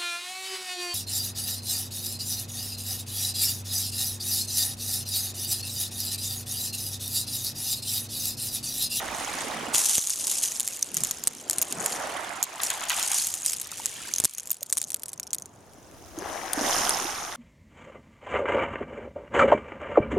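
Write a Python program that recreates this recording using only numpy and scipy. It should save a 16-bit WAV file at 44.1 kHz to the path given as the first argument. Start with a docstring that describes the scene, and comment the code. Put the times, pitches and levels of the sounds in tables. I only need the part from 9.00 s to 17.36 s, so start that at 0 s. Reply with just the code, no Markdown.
"""Pebble beach with a digging hand

Small waves gulp, wash up in a cloud of rising bubbles and fade, over a steady low shore and breeze.
Close by, a hand stirs wet shingle: dense ticks slide, stones clack as damped rings, water drains between.
After a lull two last waves break in quick succession, the first to the left, the second right of centre.
Bubbles are short damped sines laid over filtered noise; contacts are noise bursts and ringing modes."""
import sys
import numpy as np
from scipy import signal
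from scipy.fft import rfft, irfft, next_fast_len
from scipy.io import wavfile
from scipy.ndimage import map_coordinates

SR = 44100
rng = np.random.default_rng(int(sys.argv[2]) if len(sys.argv) > 2 else 0)


def int16_out(signal):
    """Quantize to a 16-bit WAV file."""
    q = np.round(np.clip(np.atleast_2d(signal).T, -1, 1) * 32767)
    wavfile.write(sys.argv[1], SR, q.astype(np.int16))


N = 368676
TOP_HZ = 16600  # upper band limit


def amp(db):
    """Decibels to gain."""
    return 10 ** (np.asarray(db) / 20)


def unit(x):
    """Scale to rms 1."""
    return x / np.sqrt(np.mean(x ** 2) + 1e-20)


def along(points, hz):
    """Read (Hz, value) points on a log frequency axis."""
    f, v = np.transpose(points)
    return np.interp(np.log(hz + 1), np.log(f + 1), v)


def curve(rows):
    """Join (seconds, value) rows into one value per sample."""
    s, value = np.transpose(rows)
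    return np.interp(np.arange(N) / SR, s, value)


def wobble(rate):
    """A smooth random curve with rate knots a second."""
    knots = rng.standard_normal(int(N * rate / SR) + 4)
    return map_coordinates(knots, [np.arange(N) * rate / SR])


def filtered(x, response):
    """Multiply the spectrum of x by a response of frequency."""
    m = next_fast_len(N + 8192)
    return irfft(rfft(x, m) * response(np.fft.rfftfreq(m, 1 / SR)), m)[..., :N]


def coloured(x, spectrum, size=2048):
    """Minimum-phase filter: nothing sounds before its cause, so attacks stay sharp."""
    cepstrum = irfft(np.log(amp(along(spectrum, np.fft.rfftfreq(size, 1 / SR)))))
    # fold the cepstrum onto positive time
    cepstrum[1:size // 2] *= 2
    cepstrum[size // 2 + 1:] = 0
    impulse = irfft(np.exp(rfft(cepstrum)))
    return signal.oaconvolve(x, impulse[None], axes=1)[:, :N]


def spread(pair, alike):
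    """Mix two unrelated signals into left and right of a given likeness."""
    def turn(hz):
        return np.arccos(np.clip(along(alike, hz), -1, 1)) / 2

    mid, side = filtered(pair, lambda hz: np.array([np.cos(turn(hz)), np.sin(turn(hz))]))
    return unit(np.array([mid + side, mid - side]))


def add(track, s, sound):
    """Mix a sound into a track at s seconds."""
    part = track[..., max(round(s * SR), 0):][..., :sound.shape[-1]]
    part += sound[..., :part.shape[-1]]


def grains(count, hz, scatter, cycles, size_db, rise, size):
    """Damped rings at random times, -60 dB after the given cycles; a middle and a side channel."""
    start = rng.integers(0, N, (count, 1))
    pitch = np.minimum(hz * np.exp(scatter * rng.standard_normal((count, 1))), SR / 3)
    strength = amp(size_db * np.minimum(rng.exponential(size=(count, 1)), 4))
    turns = pitch * np.arange(size) / SR
    age = turns / cycles
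    ring = strength * amp(-60 * np.minimum(age, 2)) * np.sin(2 * np.pi * turns * (1 + rise * age))
    at = (start + np.arange(size)).ravel()
    sides = (1, rng.standard_normal((count, 1)))  # each ring gets its own direction
    return np.array([unit(np.bincount(at, (ring * side).ravel(), N)[:N]) for side in sides])


def cloud(rings, blur_db, spectrum, alike):
    """Near grains over the noise blur of countless far ones."""
    blurred = rings + amp(blur_db) * rng.standard_normal((2, N))
    return spread(coloured(blurred, spectrum), alike)


def contacts(rate, size_db, t60, size=500):
    """Sudden noise bursts, rate a second, dying in milliseconds: many faint, a few strong."""
    strength = amp(size_db * np.minimum(rng.exponential(size=N), 2.5))
    power = (rng.random(N) < rate / SR) * strength ** 2 / rate
    decay = amp(-120 * np.arange(size) / SR / t60)  # power falls 60 dB in t60
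    envelope = np.sqrt(np.abs(signal.oaconvolve(power, decay)[:N]))
    return unit(envelope * rng.standard_normal((2, N)))


def swell(s, rise, hold, fade):
    """Gain that rises from time s, holds, then fades by so many dB a second."""
    t = np.arange(N) / SR - s
    return np.clip(t / rise, 0, 1) * amp(-fade * np.maximum(t - rise - hold, 0))


def together(gains):
    """Unrelated sounds add in power."""
    return np.sqrt(sum(g ** 2 for g in gains))


# Small waves on the pebbles; gulp, wash and spray get a common trim each when mixed.
# Each row: break in seconds, hold in seconds, wash fade in dB per second, gulp, wash and spray
# levels in dB before trim, left minus right in dB, gulp pitch as a ratio at the break.
WAVES = [(-0.15, 0.45, 23, -43, -36, -43.5, -5, 0.88), (0.39, 0.19, 55, -39.5, -38.5, -66, -4.5, 0.86),
         (1.129, 0.048, 22, -53, -49.5, -64, 1, 0.92), (1.9, 0.019, 40, -45, -49.5, -40.5, 0, 0.67),
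         (2.402, 0.21, 28, -47.5, -48, -69, 0, 1.1), (2.702, 0.2, 45, -42.5, -36, -44, -1.5, 0.75),
         (2.905, 0.22, 21, -47.5, -36, -61, -6.5, 1), (3.469, 0.45, 36, -54, -42, -45.5, 2.5, 1),
         (4.745, 0.67, 56, -57, -57.5, -65, -2, 0.71), (7.145, 0.086, 8, -43.5, -36, -40, 6, 1.21),
         (7.531, 0.12, 21, -35.5, -29, -25, -2.5, 1.06)]
GULP_RISE_S, WASH_RISE_S, SPRAY_RISE_S = 0.073, .11, 0.16  # air pockets close first, foam and spray follow
GULP_HOLD_SHARE, GULP_FADE_DB_PER_S = 0.97, 21  # share of the wave's hold; slowest gulp fade
APPROACH_DB, APPROACH_DB_PER_S = -14.5, 19  # a wave murmurs ever louder before it breaks


def surf():
    """Left and right gains of gulp, wash and spray: each wave approaches, breaks, runs up and fades."""
    gulp, wash, spray = [], [], []
    for s, hold, fade, gulp_db, wash_db, spray_db, pan_db, _ in WAVES:
        ahead = s - np.arange(N) / SR
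        approach = amp(APPROACH_DB - APPROACH_DB_PER_S * np.abs(ahead))
        approach = approach * np.clip(1 + ahead / WASH_RISE_S, 0, 1)
        gulp_fade = max(fade, GULP_FADE_DB_PER_S)
        gulp_swell = swell(s, GULP_RISE_S, GULP_HOLD_SHARE * hold, gulp_fade)
        wash_swell = swell(s, WASH_RISE_S, hold, fade)
        spray_swell = swell(s, SPRAY_RISE_S, hold, 1.3 * fade)
        sides = amp(pan_db * np.array([[.5], [-.5]]))
        gulp.append(sides * amp(gulp_db) * (1.92 * approach + gulp_swell))
        wash.append(sides * amp(wash_db) * (0.4 * approach + wash_swell))
        spray.append(sides * amp(spray_db) * (0.5 * approach + spray_swell))
    return together(gulp), together(wash), together(spray)


SHRINK_OCT_PER_S, SHRINK_FOR_S = 1.0, .42  # wash bubbles get smaller and higher; gulps rise half as fast
WASH_START_PITCH = .92  # ratio


def bubble_pitch():
    """Pitch ratios of gulp and wash: bubbles shrink as each wave runs up; the loudest wave leads."""
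    weights, gulp, wash = [], [], []
    for s, hold, fade, _, wash_db, _, _, pitch in WAVES:
        shrink = 2 ** (SHRINK_OCT_PER_S * np.clip(np.arange(N) / SR - s, 0, SHRINK_FOR_S))
        power = (amp(wash_db) * swell(s, GULP_RISE_S, hold, fade)) ** 2
        weights.append(power + np.finfo(float).eps)
        gulp.append(pitch * np.sqrt(shrink))
        wash.append(WASH_START_PITCH * shrink)
    return np.average(gulp, axis=0, weights=weights), np.average(wash, axis=0, weights=weights)


def glide(pair, ratio):
    """Shift a texture in pitch by reading it at a speed that changes with time."""
    at = np.cumsum(ratio) % (N - 1)
    return np.array([map_coordinates(x, [at]) for x in pair])


# Colours of gulp, wash and spray. Each row: frequency in Hz, relative level in dB.
GULP_COLOUR = [(40, -40), (150, -11.5), (220, -2.5), (290, 1.5), (400, 1), (620, 6), (1500, -62.5)]
WASH_COLOUR = [(200, -36.5), (450, -11.5), (620, -3), (850, -4), (1300, -4), (1800, -2), (3000, -10),
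               (7000, -49)]
SPRAY_COLOUR = [(1700, -6), (2300, -13.5), (2900, -5), (4500, -7.5), (5200, 0), (6500, 3), (7800, -9.5),
                (9500, 1), (10800, -6.5), (13000, -6), (16000, -34)]
# Stereo likeness of the water and the open shore. Each row: frequency in Hz, coherence from 0 to 1.
WIDE = [(130, 0.96), (280, 0.93), (700, 0.69), (1400, 0.47), (3100, 0.86), (7000, 0.31), (15000, 0.048)]
GURGLE_DB = -3.5  # single mid-sized bubbles against the dense small ones


def waves():
    """Trapped air rings, rising in pitch: large bubbles gulp, middling gurgle, small wash, spray fizzes."""
    gulp, wash, spray = surf()
    # gulp, wash and gurgle pitches here are before the glide
    large = grains(count=1200, hz=274.0, scatter=0.47, cycles=9.4, size_db=0.5, rise=0.091, size=2000)
    small = grains(count=8000, hz=1050, scatter=.45, cycles=20, size_db=3, rise=.04, size=600)
    fizz = grains(count=14000, hz=6160, scatter=0.628, cycles=19.0, size_db=3.5, rise=0.0558, size=140)
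    gurgles = grains(count=1500, hz=820, scatter=.42, cycles=38, size_db=2, rise=.22, size=3000)
    gulp_pitch, wash_pitch = bubble_pitch()
    gulping = glide(cloud(large, 8.6, GULP_COLOUR, WIDE), gulp_pitch)
    bubbling = glide(cloud(small + amp(GURGLE_DB) * gurgles, 2, WASH_COLOUR, WIDE), wash_pitch)
    fizzing = cloud(fizz, 0, SPRAY_COLOUR, WIDE)
    return gulp * amp(-2.0) * gulping + wash * amp(-0.5) * bubbling + spray * amp(-2.0) * fizzing


# Stones settling in the backwash, then trickling off the hand.
# Each row: start in seconds, hold in seconds, level in dB.
SETTLING = [(-0.1, 5.3, -47.5), (5.358, 0.55, -57)]
# Slides of the shingle. Each row: start in seconds, hold in seconds, rattle level in dB.
SLIDES = [(0.139, 0.32, -39.5), (0.732, 0.22, -24.5), (1.006, 0.23, -31.5), (1.263, 0.11, -29.5),
          (1.418, 0.014, -24.5), (1.544, 0.27, -39), (1.952, 0.13, -38), (2.487, 0.27, -42.5),
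          (2.794, 0.12, -34), (3.612, 0.041, -31.5), (3.883, 0.36, -31), (4.141, 0.065, -26.5),
          (4.28, 0.26, -39.5), (4.448, 0.013, -29), (4.733, 0.5, -41.5), (5.73, 0.074, -46)]
SLIDE_RISE_S, SLIDE_FADE_DB_PER_S = 0.0051, 118
# Colour of small stones ticking. Each row: frequency in Hz, relative level in dB.
SHINGLE_COLOUR = [(500, -67), (1500, -28.5), (2900, -9.5), (4500, -8.5), (5700, -5), (6800, 0.5),
                  (7800, -3), (9500, 0), (11500, -6), (13500, -13), (15000, -19), (16500, -69)]
# Stereo likeness of the near shingle. Each row: frequency in Hz, coherence from 0 to 1.
NEAR = [(1400, 0.98), (3100, 1), (6800, 0.88), (10000, 0.39), (15000, 0.3)]


def shingle():
    """Small stones tick singly when lightly touched, in a dense crunch when the heap slides."""
    stir = together(amp(db) * swell(s, SLIDE_RISE_S, hold, SLIDE_FADE_DB_PER_S)
                    for s, hold, db in SLIDES + SETTLING)
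    stir_db = 20 * np.log10(stir + amp(-63.5))  # a faint floor never stops
    effort_db = np.minimum(stir_db + 28.5, 4)
    scrapes = contacts(rate=1300 * amp(0.9 * effort_db), size_db=5.5, t60=0.0075)
    ticks = grains(count=9000, hz=7470, scatter=0.253, cycles=67, size_db=5.5, rise=0, size=200)
    rattle = scrapes + 0.5 * ticks
    slips = amp(1.1 * wobble(30) + 1.9 * wobble(160))  # uneven level
    return amp(stir_db) * unit(slips * cloud(rattle, -7.5 + 0.6 * effort_db, SHINGLE_COLOUR, NEAR))


# Colour of the rest of the shore. Each row: frequency in Hz, relative level in dB.
SEA_COLOUR = [(25, -26), (70, -11), (92, 0), (120, -5), (300, -7.5), (800, -8), (1500, -17), (6000, -57),
              (16000, -49)]
# Breeze on the microphone ports. Each row: time in seconds, level in dB before a 10.5 dB lift.
BREEZE = [(0.0, -58.5), (1.3, -78), (2.09, -75), (2.82, -95), (5.21, -67), (6.0, -90), (7.1, -62),
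          (8.36, -66)]
# Colour of the breeze. Each row: frequency in Hz, relative level in dB.
RUMBLE_COLOUR = [(20, -24), (48, -2), (75, 3), (130, -3), (400, -27)]


def sea():
    """The rest of the shore as steady low noise, and a breeze rumbling on each port separately."""
    shore = amp(-55.0) * spread(coloured(rng.standard_normal((2, N)), SEA_COLOUR), WIDE)
    rumble = unit(coloured(rng.standard_normal((2, N)), RUMBLE_COLOUR))
    return shore + amp(curve(BREEZE) + 10.5) * rumble


# Water draining between the stones. Each row: time in seconds, level in dB around which it flickers.
DRAIN = [(0.0, -41.5), (0.42, -38.5), (0.9, -45), (1.03, -57), (1.45, -49), (2.5, -52.5), (3.01, -42.5),
         (3.55, -47), (4.04, -38), (4.26, -51), (4.58, -49), (5.07, -42), (5.31, -55.5), (5.5, -64),
         (6.6, -72.5)]
# Colour of the trickle. Each row: frequency in Hz, relative level in dB.
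TRICKLE_COLOUR = [(600, -14.5), (1400, -5.5), (2000, -1.5), (3000, 2.5), (4500, 0), (8000, -4.5),
                  (16000, -20)]


def draining():
    """Water running between the stones rings many small bubbles, at a flickering level."""
    drops = grains(count=9000, hz=2262, scatter=0.44, cycles=61, size_db=5.5, rise=0.11, size=500)
    return amp(curve(DRAIN) + wobble(32)) * cloud(drops, 4.4, TRICKLE_COLOUR, WIDE)


# Single large bubbles.
# Each row: start in seconds, level in dB before a slight lean to the right, starting pitch in Hz.
PLOPS = [(.028, -18.5, 756), (0.612, -32, 184), (0.681, -25, 234), (1.966, -31, 157), (2.01, -32, 134),
         (2.775, -32, 174), (4.724, -27, 1255), (4.798, -23.5, 885), (5.618, -31, 580), (7.177, -21.5, 316),
         (7.222, -26.5, 390), (7.575, -17, 294), (7.611, -17.5, 272.7), (8.049, -21, 331)]


def plops(cycles, rise):
    """A large pocket of air closes softly and rings upward."""
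    track, t = np.zeros(N), np.arange(SR // 6) / SR
    for s, db, hz in PLOPS:
        age = hz * t / cycles
        onset = 1 - np.exp(-hz * t)
        add(track, s, amp(db - 60 * age) * onset * np.sin(2 * np.pi * hz * t * (1 + rise * age)))
    return track * amp([[-.3], [1.5]])


# Strokes of the hand through shallow water. Each row: start in seconds, level in dB before the decay.
SLOSHES = [(0.741, -33), (3.596, -31), (3.699, -31), (3.813, -31), (3.901, -25.5), (3.978, -28.5),
           (4.106, -30.5)]
# Colour of the slosh. Each row: frequency in Hz, relative level in dB.
SLOSH_COLOUR = [(480, -34), (680, -3), (1600, 2.5), (3500, 9.5), (9000, -15)]


def sloshes(attack, t60):
    """Each stroke of the hand in the water frees a short burst of bubbles and spatter."""
    strokes, t = np.zeros(N), np.arange(SR // 3) / SR
    for s, db in SLOSHES:
        add(strokes, s, amp(db - 60 * t / t60) * (1 - np.exp(-t / attack)))
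    bubbles = grains(count=6000, hz=1380, scatter=0.486, cycles=34, size_db=1.0, rise=0.12, size=700)
    spatter = contacts(rate=350, size_db=5, t60=0.006)
    return strokes * cloud(bubbles + spatter, -10, SLOSH_COLOUR, WIDE)


# Large, low stones ring purely, small ones crack.
# Each row: ring in Hz, level in dB of crack and side modes over the ring.
HARDNESS = [(6100, -5.5), (7000, 3)]


def clack(ring_hz, ring_t60, high_hz, scatter, t60, crack, crack_t60, bed_db, bed_t60, side,
          count=5, size=1100):
    """One contact: the stone's main ring, shorter-wave side modes, a crack, and scatter off the pebbles."""
    t = np.arange(size) / SR
    main = amp(-60 * t / ring_t60) * np.sin(2 * np.pi * ring_hz * t)
    hz = np.minimum(high_hz * np.exp(scatter * rng.standard_normal((count, 1))), TOP_HZ)
    modes = rng.standard_normal((count, 1)) * amp(-60 * t / t60)
    lag = side * rng.standard_normal((count, 1)) * hz / ring_hz  # high modes reach the two ports less alike
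    high = np.array([(modes * np.sin(2 * np.pi * hz * t + way * lag)).sum(0) for way in (1, -1)])
    snap = rng.standard_normal(size) * amp(-60 * t / crack_t60)
    bed = rng.standard_normal((2, size)) * amp(-60 * t / bed_t60)
    bright = amp(along(HARDNESS, ring_hz)) * (unit(high) + crack * unit(snap))
    return unit(unit(main) + bright + amp(bed_db) * unit(bed))


# Handfuls of loose stones knocking together.
# Each row: start in seconds, length in seconds, knocks a second, typical level in dB before the clack trim.
TUMBLES = [(0.758, 1.04, 38.8, -35.5), (1.939, 0.12, 27, -29), (3.598, 1.055, 31.6, -33.5),
           (4.469, 0.062, 98, -29.5), (4.749, .42, 30, -43.5), (5.328, .66, 37.7, -39.5),
           (5.982, 0.4, 33, -41)]
TUMBLE_SCATTER_DB = 3


def tumbles():
    """Draw the unevenly spaced knocks inside each handful, as rows like those of the single clacks."""
    rows = []
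    for start, length, rate, typical_db in TUMBLES:
        for s in np.arange(start, start + length, 1 / rate):
            when = s + rng.random() / rate
            db = typical_db + TUMBLE_SCATTER_DB * rng.standard_normal()
            rows.append((when, db, 7400 * np.exp(0.12 * rng.standard_normal())))
    return rows


# Stone hitting stone close by.
# Each row: start in seconds, level in dB before an 8 dB trim and the stone colour, ring in Hz.
CLACKS = [(0.747, -20, 6840), (0.782, -20, 7000), (0.856, -21.5, 7100), (0.895, -21.5, 7140),
          (0.981, -18, 6600), (1.072, -23.5, 6660), (1.097, -24.5, 8270), (1.27, -21, 8000),
          (1.315, -21.5, 7300), (1.43, -23, 7700), (1.52, -29.5, 6570), (1.598, -20.5, 7250),
          (1.605, -21.5, 7000), (1.677, -20.5, 7510), (1.827, -18, 6100), (1.944, -24.5, 8440),
          (1.969, -18.5, 7200), (2.036, -18.5, 7300), (2.111, -20.5, 6930), (2.238, -26, 7250),
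          (2.2729, -13.5, 8440), (2.277, -24, 8740), (2.498, -17, 7600), (2.511, -23, 7760),
          (2.532, -26.5, 6860), (2.584, -19.5, 9400), (2.616, -19, 6870), (2.626, -20.5, 10200),
          (2.725, -23.5, 6900), (2.861, -18.5, 7140), (3.428, -17, 6700), (3.438, -22.5, 7150),
          (3.634, -19.5, 7110), (3.703, -22, 6800), (3.897, -21, 6650), (4.028, -22, 6780),
          (4.117, -20.5, 6600), (4.184, -23, 6840), (4.27, -22, 8400), (4.34, -24, 7170),
          (4.462, -17, 8500), (4.534, -23, 8600), (4.616, -28, 9160), (4.717, -31, 7170),
          (4.858, -19.5, 7080), (5.138, -21, 6240), (5.161, -25, 6170), (5.184, -22, 6450),
          (5.201, -18, 7770), (5.239, -21, 7360), (5.247, -15, 8400), (5.253, -15.5, 9300),
          (5.349, -35.5, 6360), (5.383, -26.5, 6670), (5.398, -32, 6350), (5.473, -32.5, 7080),
          (5.505, -23, 6840), (5.517, -23.5, 8500), (5.63, -27, 6790), (5.7, -31, 7100),
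          (5.726, -16.5, 9400), (5.732, -25.5, 7100), (5.771, -23.5, 6700), (5.778, -21, 8850),
          (5.783, -23.5, 8000), (5.816, -23, 8700), (5.904, -28, 10160), (5.919, -28.5, 9000),
          (5.944, -20, 9800), (6.034, -28, 8900), (6.058, -34, 9160), (6.083, -34.5, 9000),
          (6.091, -36, 8510), (6.132, -31, 9030), (6.198, -27.5, 6800), (6.231, -33.5, 5640),
          (6.274, -40, 5600), (6.332, -20, 6900), (6.347, -25.5, 9300), (6.384, -33, 6670),
          (6.422, -35.5, 6260), (6.458, -39.5, 7210), (7.188, -35.5, 6360), (7.533, -19.5, 8740),
          (7.894, -17, 9750)]
# Dull low thumps at a few of the loudest clacks. Each row: start in seconds, level in dB before the pulse
# shape.
THUMPS = [(.982, -17), (2.497, -25), (2.582, -24), (2.614, -30), (5.202, -19.5), (5.239, -18), (5.255, -24)]
# Colour of the clacks. Each row: frequency in Hz, relative level in dB.
STONE_COLOUR = [(300, -13), (1200, -9.5), (2400, -7), (4500, 0), (6700, 4), (8000, 2), (11000, 1),
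                (13500, -2), (16500, -26)]
REBOUND_S, REBOUND_LOSS_DB = .0045, 9.5  # a stone skips on: typical flight, loss at each touch


def stones(count=2):
    """Handled stones clack and settle with a faint second touch; dull low thumps sound at a few of the loudest
    clacks."""
    hits, thumps = np.zeros((2, N)), np.zeros(N)
    for s, db, hz in CLACKS + tumbles():
        for touch in range(count):
            hit = clack(hz, ring_t60=0.007, high_hz=9800, scatter=0.2, t60=0.0085, crack=1.2,
                        crack_t60=0.007, bed_db=-9, bed_t60=0.015, side=.4)
            add(hits, s, amp(db - 8.0 - REBOUND_LOSS_DB * touch) * hit)
            s = s + REBOUND_S * np.exp(.5 * rng.standard_normal())
    u = np.arange(SR // 20) / SR / 0.0005  # time in half milliseconds
    push = (1 - u / 2) * np.exp(-u / 2) * (1 - np.exp(-6 * u))  # one push and a slower rebound
    for s, db in THUMPS:
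        add(thumps, s, amp(db) * push)
    return coloured(hits, STONE_COLOUR) + thumps


# Hollow bodies of larger stones. Each row: start in seconds, starting level in dB, pitch in Hz.
KNOCKS = [(0.747, -6, 2900), (1.097, -21.5, 2900), (2.2725, -21, 1090), (2.498, -26, 1500),
          (2.584, -38, 2500), (2.861, -17, 2000), (4.858, -26, 3300), (5.77, -26.5, 1002),
          (6.332, -26, 1360)]
KNOCK_CYCLES = 4.6  # cycles to fall 60 dB


def knocks():
    """The low body of a larger stone dies within a few cycles."""
    track, t = np.zeros(N), np.arange(SR // 20) / SR
    for s, db, hz in KNOCKS:
        add(track, s, amp(db - 60 * hz * t / KNOCK_CYCLES) * np.sin(2 * np.pi * hz * t))
    return track


# Brief dips of the background after some hard knocks. Each row: start in seconds, depth in dB.
DIPS = [(0.99, 6), (3.439, 4.5), (5.26, 15.5), (5.52, 7.5)]
DIP_RECOVERY_S = 0.18


def dips():
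    """Gain of the background: it drops at once and recovers smoothly."""
    t = np.arange(N) / SR
    depth = sum(db * (t > s) * np.exp(-((t - s) / DIP_RECOVERY_S) ** 2) for s, db in DIPS)
    return amp(-depth)


# A hard, thin stone ringing on after some clacks.
# Each row: start in seconds, starting level in dB before a lean to the right.
PINGS = [(2.62, -9), (5.514, -10), (5.631, -21)]
PING_HZ, PING_T60_S = 13350, 0.017


def pings():
    """The thin stone's one high mode beats with its close twin."""
    track, t = np.zeros(N), np.arange(SR // 8) / SR
    for s, db in PINGS:
        hz = PING_HZ * (1 + 0.022 * rng.standard_normal((2, 1)))
        add(track, s, amp(db - 60 * t / PING_T60_S) * np.sin(2 * np.pi * hz * t).mean(0))
    return track * amp([[-1.5], [1.5]])


def scene():
    """Water, stones and the open shore."""
    background = dips() * (waves() + sea())
    near_water = draining() + sloshes(attack=0.00099, t60=0.27) + plops(cycles=15.1, rise=0.058)
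    return background + near_water + shingle() + stones() + knocks() + pings()


def record(dry):
    """The recorder rounds off the highest peaks and keeps nothing above its band limit."""
    rounded = dry / (1 + (dry / .7) ** 4) ** (1 / 4)
    return filtered(rounded, lambda hz: hz < TOP_HZ)


dry = scene()
out = record(dry)
int16_out(out)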